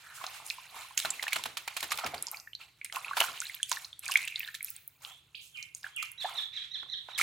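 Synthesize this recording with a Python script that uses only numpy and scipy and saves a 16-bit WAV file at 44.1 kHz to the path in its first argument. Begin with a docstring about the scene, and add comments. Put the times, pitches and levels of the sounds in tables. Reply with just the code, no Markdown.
"""Carp thrashing in a tub

Two carp thrash in shallow water in a plastic tub, outdoors and close by: noise swells into swish and froth.
Tails slap as short volleys of pops, trapped bubbles ring as rising tones, drops tick as brief noise.
Narrow grainy bands of noise swell, glide and fade; bodies thud on the tub's modes; a low rumble lies far off.
Towards the end birds whistle in gliding harmonics, smeared by echoes from the trees: a far whistle,
a faint rise, a sharp chip, two falling slurs, then a run of chirps. Hiss trails the sounds."""
import sys
import numpy as np
from scipy import signal
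from scipy.fft import rfft, irfft, next_fast_len
from scipy.io import wavfile
from scipy.ndimage import uniform_filter1d, map_coordinates

SR = 44100
rng = np.random.default_rng(int(sys.argv[2]) if len(sys.argv) > 2 else 0)


def file_out(sig):
    """Save sig as 16-bit WAV at sys.argv[1]."""
    # one column per channel
    cols = np.atleast_2d(sig).T
    # limit, then scale
    lim = np.clip(cols, -1, 1)
    pcm = np.round(lim * 32767).astype(np.int16)
    wavfile.write(sys.argv[1], SR, pcm)


N = 318402
TIME = np.arange(N) / SR


def from_db(db):
    """Turn decibels into an amplitude factor."""
    return 10 ** (np.asarray(db) / 20)


def rms_one(x):
    """Scale a sound to an rms of 1."""
    return x / np.sqrt(np.mean(x ** 2) + 1e-20)


def at_hz(points, hz):
    """Read a spectrum in dB on a log-frequency axis."""
    point_hz, db = np.transpose(points)
    return np.interp(np.log(hz), np.log(point_hz), db)


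def band(x, low_hz, high_hz):
    """Causal band-pass."""
    edges_hz = [low_hz, min(high_hz, .45 * SR)]
    sos = signal.butter(2, edges_hz, "band", fs=SR, output="sos")
    return signal.sosfilt(sos, x + 1e-18)


def add(out, start_s, sound):
    """Mix a sound in at its start time."""
    at = max(0, round(start_s * SR))
    out[..., at:at + sound.shape[-1]] += sound[..., :max(0, N - at)]


def panned(sound, pan_db):
    """Place a sound between the ears; positive is left."""
    return sound * from_db(np.outer([.5, -.5], pan_db))


def drift(rate_hz):
    """Smooth random wander through normal knots, rate_hz of them a second."""
    knots = rng.standard_normal(2000)
    wander = map_coordinates(knots, [TIME[::20] * rate_hz], order=2, mode="wrap")
    return wander.repeat(20)[:N]


def ring(clicks, hz, cycles):
    """Resonance that dies by 60 dB in so many cycles."""
    r = from_db(-60 * hz / (cycles * SR))
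    return signal.lfilter([1, 0, -1], [1, -2 * r * np.cos(2 * np.pi * hz / SR), r * r], clicks + 1e-18)


def noise(spectrum, low_hz, high_hz, side_db):
    """Smooth stereo noise of a given colour, scaled to rms 1."""
    size = next_fast_len(N)
    colour = from_db(at_hz(spectrum, np.fft.rfftfreq(size, 1 / SR) + 1))
    mid, side = irfft(rfft(rng.standard_normal((2, size))) * colour, size)[:, :N]
    stereo = mid + from_db(side_db) * side * [[1], [-1]]
    return rms_one(band(stereo, low_hz, high_hz))


def echoes(x, delay_s, t60_s, low_hz, high_hz):
    """Scattered reflections that build up and die away, different at each ear; about unit gain in band."""
    t = TIME[:SR * 3 // 4]
    paths = band(rng.standard_normal((2, len(t))), low_hz, high_hz)
    paths = paths * np.tanh(t / delay_s) ** 2 * from_db(-60 * t / t60_s)
    paths = rms_one(paths) * np.sqrt((high_hz - low_hz) / (SR / 2) / len(t))
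    return signal.fftconvolve(x, paths, axes=1)[:, :N]


def swarm(low_hz, high_hz, per_s, spread_db, cycles, scatter_db, count=11):
    """Bubbles of many sizes pop at random places; a resonance applied twice rounds their attack."""
    out, edges = np.zeros((2, N)), np.geomspace(low_hz, high_hz, count + 1)
    for lower, upper in zip(edges, edges[1:]):
        hz = np.sqrt(lower * upper)
        when, size, sign, place = rng.random((24000, 4))[:int(per_s * N / SR)].T
        # many small pops, a few large ones
        height = np.sign(sign - .5) * from_db(spread_db * np.minimum(-np.log(size + 1e-9), 3))
        clicks = np.zeros((2, N))
        clicks[:, (when * N).astype(int)] = panned(height, scatter_db * (2 * place - 1))
        pops = rms_one(ring(ring(clicks, hz, cycles), hz, cycles))
        out += np.sqrt(upper - lower) * from_db(at_hz(WATER, hz)) * pops
    return rms_one(out)


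SLAP_FIZZ_DB, FIZZ_LOSS_PER_SLOSH = 0, 8.2  # fizz over bubbling; dB of it lost when slosh equals bubbling


def slap_levels(level_db, depth_db):
    """Slosh, bubbling and fizz of a slap in dB: the deeper it goes, the less spray it throws."""
    fizz_db = SLAP_FIZZ_DB - FIZZ_LOSS_PER_SLOSH * from_db(depth_db)
    return level_db + np.array([depth_db, 0, fizz_db])


# restlessness of the water between strokes: start_s, level_db (of its bubbling)
UNREST = [(0, -54.5), (.4, -56), (.55, -53), (.68, -53.5), (.95, -53.5), (1.1, -45.5), (1.55, -59),
          (1.85, -49.5), (2.27, -53), (2.45, -83.5), (2.8, -67), (3.05, -75), (3.55, -104), (4.0, -70),
          (4.4, -77), (4.9, -69.5), (5.3, -71), (6.3, -80), (7.1, -64)]
UNREST_SLOSH_DB, UNREST_FIZZ_DB = -6.5, -4  # against its bubbling
# a body or tail sweeps through the water:
# start_s, length_s, bubbling_db, slosh_over_bubbling_db, fizz_over_bubbling_db
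SWEEPS = [(0.134, 0.029, -52.5, -7, 7.5), (0.19, 0.12, -48.5, 0.5, -3.5), (0.318, 0.048, -45, -7.5, -4),
          (0.437, 0.074, -55.5, -16, 10), (0.733, 0.09, -46, -6, -3), (1.3, 0.045, -38.5, -13, -9),
          (1.967, 0.048, -57.5, 13.5, -13), (2.084, 0.045, -63, 14, -10), (2.308, 0.024, -56, 11.5, 9),
          (2.586, 0.02, -46.5, -9, -9), (2.924, 0.04, -54.5, 14, 9.5), (3.006, 0.14, -47.5, -20, -6.5),
          (3.149, 0.1, -41.5, 0.5, 2.5), (3.255, 0.12, -44, -8, -9), (3.422, 0.14, -49.5, -15, -4.5),
          (3.6, 0.11, -56, -39, -1), (3.667, 0.09, -49, -38, 4.5), (3.795, 0.034, -53, -3, 2),
          (4.02, 0.034, -43.5, -12.5, -3), (4.068, 0.056, -44, -2.5, 2), (4.127, 0.11, -44, -15, -6),
          (4.332, 0.15, -49.5, -19, -5.5), (4.629, 0.057, -57.5, -16, 11), (4.736, 0.021, -51, -21, -12),
          (5, 0.1, -54.5, 0, 1.5), (5.335, 0.03, -73, -31, 11), (5.398, 0.069, -74, -47, 20.5),
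          (5.535, 0.12, -60, -32, 0), (5.739, 0.01, -59, -10, 11), (5.824, 0.028, -47, -6.5, -7),
          (5.962, 0.088, -72, -15, 17), (6.193, 0.065, -44.5, -14, -6), (6.264, 0.053, -46.5, 2.5, -7),
          (6.316, 0.099, -47, -4.5, -6.5), (6.516, 0.13, -47.5, -43, -22), (6.739, 0.036, -52, -11, -16),
          (7.074, 0.022, -49, -0.5, -16)]
SWEEP_ATTACK_S, SETTLE_DB_PER_S = 0.027, 190
WAKE_DB = -10  # the water that a slap leaves churning, against the slap


def stirring():
    """Gains of slosh, bubbling and fizz: each stroke builds, holds and settles, on top of the general unrest."""
    t = TIME[::40]
    unrest_db = np.interp(t, *np.transpose(UNREST))
    power = from_db(np.add.outer([UNREST_SLOSH_DB, 0, UNREST_FIZZ_DB], unrest_db)) ** 2
    strokes = []
    for start_s, length_s, bubbling_db, slosh_db, fizz_db in SWEEPS:
        strokes.append((start_s, length_s, bubbling_db + np.array([slosh_db, 0, fizz_db])))
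    for start_s, length_s, level_db, depth_db in SLAPS:
        strokes.append((start_s, length_s, slap_levels(level_db + WAKE_DB, depth_db)))
    for start_s, length_s, levels_db in strokes:
        attack = np.clip((t - start_s) / SWEEP_ATTACK_S, 0, 1)
        settle = from_db(-SETTLE_DB_PER_S * np.maximum(t - start_s - length_s, 0))
        power += np.outer(from_db(levels_db), attack * settle) ** 2
    return [np.interp(TIME, t, np.sqrt(p)) for p in power]


# how much the water froths: start_s, popping_over_swish_db (before random surges)
FROTH = [(0, -2.5), (1.9, 1), (2.8, 3), (3.35, 13.5), (4.3, 17.5), (4.8, 5.5), (6.3, 3), (7.0, -21),
         (7.2, 12)]
# colour of the churned water in the tub: frequency_hz, relative density (dB per Hz)
WATER = [(150, -35.5), (330, -13.5), (520, -16), (750, -6), (1100, -2), (1750, -3.5), (2250, 3),
         (3200, 0.5), (4800, -3.5), (7500, -2.5), (11000, -5), (15500, -10.5)]
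# edges of the slosh, bubbling and fizz registers: frequency_hz
REGISTERS = [480, 1500, 4700, 16500]


def wash(slosh=(90, 3.6, 15), bubbling=(170, 5.0, 25), fizz=(150, 5.0, 15),
         surge_db=11.0, scatter_db=7, side_db=-4, level_db=-3.5):
    """Stirred water: a smooth swish that breaks into froth, in three registers."""
    froth = from_db(np.interp(TIME, *np.transpose(FROTH)) + surge_db * drift(70))
    out = np.zeros((2, N))
    registers = zip(REGISTERS, REGISTERS[1:], stirring(), (slosh, bubbling, fizz))
    # each register has its pops per second, size spread in dB and cycles of ring
    for low_hz, high_hz, gain, (per_s, spread_db, cycles) in registers:
        swish = noise(WATER, low_hz, high_hz, side_db)
        popping = froth * swarm(low_hz, high_hz, per_s, spread_db, cycles, scatter_db)
        water = (swish + popping) / np.hypot(1, froth)  # froth changes texture, not power
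        out += water * gain * from_db(level_db)
    return out


# narrow grainy bands of noise, some trailing a pop: start_s, length_s, level_db, first_pitch_hz, last_pitch_hz
NARROW_BANDS = [(0, 0.23, -55.5, 1704, 1360), (0.39, 0.15, -58, 1020, 1005), (0.505, 0.17, -62, 2740, 2530),
                (0.717, 0.12, -52, 946, 1150), (2.923, 0.052, -57.5, 1120, 968),
                (3.023, 0.13, -51, 1100, 1287), (4.169, 0.12, -44, 2170, 2374),
                (4.271, 0.13, -48.5, 2630, 2310), (4.399, 0.076, -49.5, 2260, 1700),
                (6.274, 0.12, -58.5, 1042, 820)]


def narrow_bands(width_hz=480, grain_db=3.5):
    """Narrow grainy bands of noise that swell, glide and fade: slow noise multiplies a gliding sine."""
    out = np.zeros(N)
    slow_noise = band(rng.standard_normal(N), 10, width_hz / 2)
    slow_noise = rms_one(slow_noise * from_db(grain_db * drift(120)))
    for start_s, length_s, level_db, first_hz, last_hz in NARROW_BANDS:
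        progress = np.linspace(0, 1, int(length_s * SR))
        pitch_hz = first_hz + (last_hz - first_hz) * progress
        tone = np.sin(2 * np.pi * np.cumsum(pitch_hz) / SR)
        swell = np.sqrt(np.abs(np.sin(np.pi * progress)))
        grain = np.roll(slow_noise, -round(start_s * SR))[:len(progress)]
        add(out, start_s, from_db(level_db) * rms_one(swell * tone * grain))
    return out


# distant outdoor rumble: frequency_hz, relative density (dB per Hz)
RUMBLE = [(25, -32.5), (55, -5), (120, 2), (155, -0.5), (200, -15.5), (350, -13.5), (700, -22), (2000, -47),
          (16000, -28.5)]


def rumble(level_db=-73):
    """Far, mostly low noise, nearly the same at both ears."""
    return from_db(level_db) * noise(RUMBLE, 25, 16000, side_db=-21)


# the larger air pockets: start_s, level_db (of the swell, before the layer level), pitch_hz (about which it glides)
BUBBLES = [(.213, -36, 1080), (0.24, -36.5, 1160), (0.5058, -24.5, 2515), (.582, -39.5, 996),
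           (0.846, -44, 1050), (0.907, -43.5, 1020), (1.1947, -27, 2030), (1.267, -28, 1800),
           (1.323, -24, 2190), (1.392, -38.5, 988), (1.9173, -25.5, 1190), (2.018, -37, 1260),
           (2.036, -33.5, 730), (2.134, -34, 700), (2.149, -39, 814), (2.1796, -31.5, 4550),
           (2.276, -43.5, 935), (2.344, -32.5, 2300), (2.3709, -32.5, 4550), (2.473, -37.5, 1795),
           (2.5322, -34, 2980), (2.551, -28.5, 4150), (2.613, -38, 2670), (2.8137, -32.5, 2270),
           (2.847, -38, 2070), (2.8597, -37, 2370), (2.898, -38.5, 2050), (2.958, -27.5, 2610),
           (2.9658, -27.5, 1040), (3.046, -26.5, 2510), (3.0816, -31, 2590), (3.11, -26.5, 1110),
           (3.1325, -28, 1540), (3.173, -25, 980), (3.2039, -17.5, 2900), (3.22, -19, 2940),
           (3.283, -33, 1340), (3.294, -38, 1105), (3.376, -35, 3020), (3.2392, -27.5, 1500),
           (3.419, -32, 1470), (3.454, -33, 3880), (3.468, -32, 4120), (3.4958, -30, 2060),
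           (3.6, -38.5, 1650), (3.63, -17.5, 3270), (3.715, -24.5, 970), (3.7702, -30, 1790),
           (3.846, -30, 4160), (3.9294, -32.5, 3450), (4.0624, -28.5, 2430), (4.086, -30, 1560),
           (4.095, -31.5, 1100), (4.156, -7, 2210), (4.1695, -24.5, 3300), (4.1205, -23, 2800),
           (4.1899, -32, 2090), (4.245, -30, 2560), (4.275, -24.5, 2660), (4.3248, -36.5, 2480),
           (4.3583, -20, 3780), (4.4046, -26, 2500), (4.431, -34, 2850), (4.4473, -32, 3600),
           (4.4764, -37.5, 1610), (4.486, -32, 1730), (4.542, -35, 1730), (4.5497, -29, 3720),
           (4.607, -32.5, 2200), (4.672, -43, 3800), (4.6826, -38, 2540), (5.8426, -28.5, 1670),
           (5.8643, -32.5, 1540), (6.0262, -33, 1240), (6.243, -28, 721), (6.248, -34, 1710),
           (6.253, -29, 852), (6.286, -37.5, 1190), (7.189, -25, 2150), (7.197, -25.5, 1314),
           (7.2125, -14.5, 2190)]
SWELL_CYCLES = 3.54  # the swell peaks after so many cycles, so large pockets ring longer


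def bubbles(glide=0.011, swell=2.25, linger_db=-21, linger=13.0, tear_db=-13, tear_cycles=9,
            tear_width=1.286, scatter_db=1.0, layer_db=-.5):
    """An air pocket tears off with a short splutter, swells into a ring and climbs in pitch as it nears the surface."""
    out, t = np.zeros((2, N)), TIME[:3000]
    for start_s, level_db, hz in BUBBLES:
        age = t * hz / SWELL_CYCLES
        shape = (age * np.exp(1 - age)) ** swell
        shape += from_db(linger_db) * np.tanh(age) * np.exp(-age / linger)
        pitch_hz = hz * (1 + glide * rng.uniform(0.62, 1.8) * (np.minimum(age, 10) - 1))
        tone = shape * np.sin(2 * np.pi * np.cumsum(pitch_hz) / SR)
        splutter = rms_one(band(rng.standard_normal(len(t)), hz / tear_width, hz * tear_width))
        tone += from_db(tear_db) * splutter * np.exp(-t * hz / tear_cycles)
        pan_db = scatter_db * rng.uniform(-0.69, 1)
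        add(out, start_s, panned(from_db(level_db + layer_db) * tone, pan_db))
    return out


# tail and fin slaps; deep ones slosh, shallow ones only crack:
# start_s, length_s, level_db, depth_db (slosh over bubbling)
SLAPS = [(0.24, 0.0067, -40, 3.5), (0.9745, 0.0093, -30.5, -54), (0.99, 0.0034, -35, -45),
         (1, 0.0012, -27, -18), (1.049, 0.013, -33.5, 0.5), (1.226, 0.0066, -33.5, -8.5),
         (1.238, 0.0036, -36.5, -1), (1.279, 0.0096, -38.5, -3.5), (1.331, 0.0044, -29, -13.5),
         (1.359, 0.0096, -31, -1.5), (1.438, 0.003, -33, -12), (1.456, 0.0087, -35.5, -1),
         (1.57, 0.012, -35.5, -7.5), (1.677, 0.006, -33, -4.5), (1.766, 0.011, -33.5, -7.5),
         (1.805, 0.0053, -38, -31), (1.827, 0.017, -35.5, -6), (1.909, 0.0058, -38, -7),
         (1.918, 0.011, -30, -6), (1.975, 0.0022, -34, -21), (1.986, 0.011, -37, -2),
         (2.037, 0.021, -46.5, 9.5), (2.062, 0.013, -36, -3), (2.143, 0.0061, -38.5, -3),
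         (2.846, 0.012, -47.5, -65), (2.925, 0.0017, -35, -7.5), (2.96, 0.0029, -36, -20),
         (3.168, 0.019, -32, -1), (3.202, 0.006, -25, -11), (3.211, .012, -34, 6.5),
         (3.239, 0.0059, -37, -9), (3.416, 0.00033, -29, -35), (3.715, 0.0063, -30, -4),
         (4.117, 0.0082, -35.5, -31), (4.139, 0.0019, -34, -27), (4.171, 0.0044, -33.5, -34.5),
         (4.277, 0.0055, -40.5, -33), (4.543, 0.014, -44, -44), (6.025, 0.0076, -39, -21),
         (6.83, 0.0042, -54, 7.5), (7.087, 0.0031, -61, 19.5), (7.178, 0.039, -35.5, -15.5),
         (7.207, 0.018, -36.5, -6)]


def slaps(fall=1.6, rise_s=0.00023, crackle_db=2.0, sheet_db=-6, lead_in_db=-14, lead_in_s=0.0016):
    """A slap starts with a very brief, faint ramp of noise, then a sheet of water tears into collapsing pockets."""
    out, t = np.zeros((2, N)), TIME[:4096]
    before = TIME[512:0:-1]  # time left until the slap
    lead_in = from_db(lead_in_db) * np.exp(-before / lead_in_s)
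    for register, (low_hz, high_hz) in enumerate(zip(REGISTERS, REGISTERS[1:])):
        pockets = swarm(low_hz, high_hz, per_s=390, spread_db=3.5, cycles=5.5, scatter_db=10.0, count=8)
        sheet = from_db(sheet_db) * noise(WATER, low_hz, high_hz, side_db=-5)
        churn = (pockets + sheet) * from_db(crackle_db * drift(700))
        for start_s, length_s, level_db, depth_db in SLAPS:
            burst = (1 - np.exp(-t / rise_s)) * np.exp(-(t / max(length_s, .002)) ** fall)
            shape = np.r_[lead_in, burst]
            places = round(start_s * SR) + np.arange(len(shape))
            volley = rms_one(shape * churn.take(places, axis=1, mode="wrap"))
            volley *= np.sqrt(length_s * SR / len(shape))  # longer slaps carry more energy
            gain = from_db(slap_levels(level_db, depth_db)[register])
            add(out, start_s - before[0], volley * gain)
    return out


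# drops landing and films bursting: start_s, level_db (peak before the layer level), brightness_hz
DROPS = [(0.2661, -22, 4500), (0.4645, -28.5, 9500), (0.501, -18.5, 4380), (.977, -10.5, 6350),
         (1.104, -15.5, 7040), (1.1068, -19, 7400), (1.281, -19, 2390), (1.3305, -12, 2780),
         (1.387, -30, 6000), (1.9065, -24, 5300), (2.045, -24, 4760), (2.225, -16.5, 8900),
         (2.269, -20.5, 5700), (2.284, -28, 4800), (2.3145, -21, 11660), (2.3995, -29.5, 5470),
         (2.846, -21.5, 9200), (2.948, -32, 2960), (3.2045, -22, 3300), (3.2155, -25, 2880),
         (3.249, -27, 2740), (3.403, -15, 7170), (3.5443, -27, 3050), (3.549, -23, 13300),
         (3.6301, -13.5, 7800), (3.695, -22.5, 9000), (3.7157, -13.5, 5800), (3.7275, -15.5, 5000),
         (3.762, -23.5, 4600), (3.85, -28, 4900), (3.9929, -26, 9700), (4.037, -40, 3270),
         (4.0567, -23, 7400), (4.08, -21.5, 5950), (4.1132, -18.5, 5550), (4.1296, -27, 2930),
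         (4.176, -28, 7000), (4.229, -31, 3980), (4.252, -28, 9100), (4.282, -23, 3180),
         (4.3592, -41, 4560), (4.395, -18, 14700), (4.4762, -27, 3530), (4.6283, -22.5, 11400),
         (4.646, -16.5, 12000), (4.703, -20, 13600), (4.764, -30, 8600), (4.8775, -20.5, 14000),
         (5.0491, -26, 3100), (5.5722, -38, 4600), (5.831, -37, 4070), (5.6272, -27, 4920),
         (5.749, -22.5, 7220), (5.9637, -24, 9000), (6.056, -33.5, 4900), (6.1172, -27.5, 12300)]


def drops(spatter_db=-19, spatter_s=0.00053, width=1.216, scatter_db=0.5, layer_db=-1):
    """A hard tick of narrow noise with a brief spatter behind it."""
    out, t = np.zeros((2, N)), TIME[:1024]
    tick = np.exp(-(t / .0009) ** 2)
    shape = tick + from_db(spatter_db) * np.exp(-t / spatter_s)
    for start_s, level_db, hz in DROPS:
        drop = band(shape * rng.standard_normal(len(t)), hz / width, hz * width)
        drop = from_db(level_db + layer_db) * drop / np.abs(drop).max()
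        add(out, start_s, panned(drop, rng.normal(0, scatter_db)))
    return out


# a fish bumps the tub: start_s, peak_db
BUMPS = [(1.046, -42.5), (1.36, -45.5), (1.457, -45), (1.83, -43), (1.939, -48.5), (2.05, -35),
         (2.138, -39), (3.281, -50.5), (6.826, -54)]
# modes of the loaded tub: frequency_hz, level_db (relative), t60_s
TUB = [(84, -9.5, 0.097), (144, -8.5, 0.15), (231, -10, 0.049), (358, -1.5, 0.0068)]


def bumps(push_s=0.027, rub_db=-1, rub_s=0.1):
    """A heavy body pushes the soft plastic, which answers with a dull thud and a low rub."""
    out, t = np.zeros(N), TIME[:8192]
    for start_s, peak_db in BUMPS:
        push = band(np.exp(-t / push_s) * rng.standard_normal(len(t)), 52, 2500)
        thud = sum(from_db(mode_db) * rms_one(ring(push, hz, hz * t60_s)) for hz, mode_db, t60_s in TUB)
        rub = np.exp(-t / rub_s) * band(rng.standard_normal(len(t)), 233, 1070)
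        thud += from_db(rub_db) * rms_one(rub)
        add(out, start_s, from_db(peak_db) * thud / np.abs(thud).max())
    return out


def calls(shape, rows, under_db, over_db, waver=0.014):
    """Whistles whose second harmonic carries the pitch, with a weak first and third."""
    shape_s, shape_hz, shape_db = np.transpose(shape)
    out, wobble = np.zeros(N), drift(250)
    for start_s, level_db, ratio, stretch in rows:
        t = TIME[TIME < shape_s[-1] * stretch] / stretch
        wavering = 1 + waver * np.roll(wobble, -round(start_s * SR))[:len(t)]
        pitch_hz = ratio * np.interp(t, shape_s, shape_hz) * wavering
        phase = np.pi * np.cumsum(pitch_hz) / SR  # first harmonic, half the heard pitch
        tone = np.sin(2 * phase) + from_db(under_db) * np.sin(phase) + from_db(over_db) * np.sin(3 * phase)
        add(out, start_s, tone * from_db(level_db + np.interp(t, shape_s, shape_db)))
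    return out


# bird call shapes, before each call's ratios: time_s (from the start), pitch_hz, level_db (relative)
WHISTLE = [(0, 1420, -10), (.05, 1395, 0), (.19, 1375, 0), (.25, 1340, -12)]
RISE = [(0, 3050, -8), (.06, 3450, 0), (.13, 3800, -5)]
CHIP = [(0, 2300, -14), (.002, 2550, 0), (.005, 3200, -1), (.009, 4700, -5), (.011, 5200, -20)]
SLUR = [(0, 3100, -26), (.04, 3350, -15), (.052, 3350, -10), (.06, 3130, -1), (.078, 2620, 1),
        (.094, 2200, 0), (.108, 2050, -8)]
CHIRP = [(0, 3700, -17), (.005, 4130, -7), (.011, 4180, -7), (.016, 3850, -20), (.022, 4050, -9),
         (.029, 4350, -4), (.035, 4120, -1), (.044, 3680, 1), (.049, 3200, -16)]
# bird calls: start_s, level_db (before the bird's gains and echoes), pitch_ratio, length_ratio
WHISTLES = [(4.529, -69, 0.99, 0.91)]
RISES = [(5.05, -52.5, 0.95, 0.69)]
CHIPS = [(5.346, -33.5, 1, 0.98)]
SLURS = [(5.492, -43.5, 1, 0.86), (5.901, -37.5, 1, 0.87)]
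CHIRPS = [(6.176, -32.5, 0.93, 1.05), (6.351, -28.5, 0.95, 0.92), (6.529, -32, 0.93, 1.09),
          (6.71, -31.5, 0.94, 1.05), (6.888, -32, .93, 1.2), (7.078, -44, 0.9, 0.94),
          (7.128, -35.5, 0.93, 0.78)]


def bird(pan_db=-7.0, level_db=4.0, slur_db=2.5, direct_db=-6, leaves_db=-8, trees_db=-6,
         bounce_db=-3.0, bounce_s=0.038):
    """Birds off to the right, smeared by nearby leaves, thrown back once and scattered by farther trees."""
    clear_calls = [(RISE, RISES), (CHIP, CHIPS), (WHISTLE, WHISTLES)]
    clear = sum(calls(shape, rows, under_db=-50, over_db=-40, waver=.004) for shape, rows in clear_calls)
    slurs = calls(SLUR, SLURS, under_db=-24, over_db=-34, waver=.03)
    hoarse = from_db(slur_db) * echoes(slurs[None], delay_s=.002, t60_s=.12, low_hz=1000, high_hz=4500)
    chirps = calls(CHIRP, CHIRPS, under_db=-20, over_db=-23, waver=.034)
    voice = clear + hoarse + chirps
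    voice = panned(voice * from_db(level_db + 2 * drift(270)), pan_db)
    near = from_db(leaves_db) * echoes(voice, delay_s=.004, t60_s=.13, low_hz=1000, high_hz=6000)
    far = from_db(trees_db) * echoes(voice, delay_s=.025, t60_s=.4, low_hz=1000, high_hz=4500)
    add(far, bounce_s, from_db(bounce_db) * near)
    return from_db(direct_db) * voice + near + far


# outdoor hiss while the noise suppressor is open: frequency_hz, relative density (dB per Hz)
HISS = [(300, -23.5), (900, -10), (2500, -5.5), (4500, -6.5), (9000, -9.5), (16000, -2)]


def let_through(dry, hiss_db=-49.0, opens_db=-55, slope=3.7, close_db_per_s=70, size=512):
    """The hiss that a noise suppressor passes: each band opens with a sound in it and closes slowly."""
    _, t, sound = signal.stft(dry.mean(0), SR, nperseg=size)
    band_db = 10 * np.log10(uniform_filter1d(np.abs(sound) ** 2, size=9, axis=0) + 1e-14)
    # a running maximum against a falling line: instant opening, steady closing
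    closing_db = close_db_per_s * t
    wanted_db = np.minimum(slope * (band_db - opens_db), 0)
    gain_db = np.maximum.accumulate(wanted_db + closing_db, axis=1) - closing_db
    hiss = signal.stft(noise(HISS, 200, 16000, side_db=-7), SR, nperseg=size)[2]
    passed = signal.istft(hiss * from_db(gain_db + hiss_db), SR, nperseg=size)[1]
    out = np.zeros((2, N))
    add(out, size / 2 / SR, passed)  # half a window late
    return out


def scene(tub_db=-12, rim_db=-9, yard_db=-17):
    """The water, its quick reflections off the tub wall and the yard, the birds and the distance."""
    water = wash() + slaps() + bubbles() + drops() + narrow_bands()
    wall = from_db(tub_db) * echoes(water, delay_s=0.00086, t60_s=0.053, low_hz=496, high_hz=14600)
    rim = from_db(rim_db) * echoes(water, delay_s=0.00024, t60_s=0.026, low_hz=3340, high_hz=15400)
    yard = from_db(yard_db) * echoes(water, delay_s=0.0087, t60_s=0.17, low_hz=900, high_hz=8650)
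    tub = panned(water + wall + rim + yard, -2.8)  # a little to the right
    return tub + bumps() + bird() + rumble()


CUTOFF_HZ = 16200


def record(dry):
    """Hiss trails each sound through the noise suppressor; the top is cut steeply."""
    heard = dry + let_through(dry)
    return signal.sosfilt(signal.ellip(10, .2, 80, CUTOFF_HZ, fs=SR, output="sos"), heard)


dry = scene()
out = record(dry)
file_out(out)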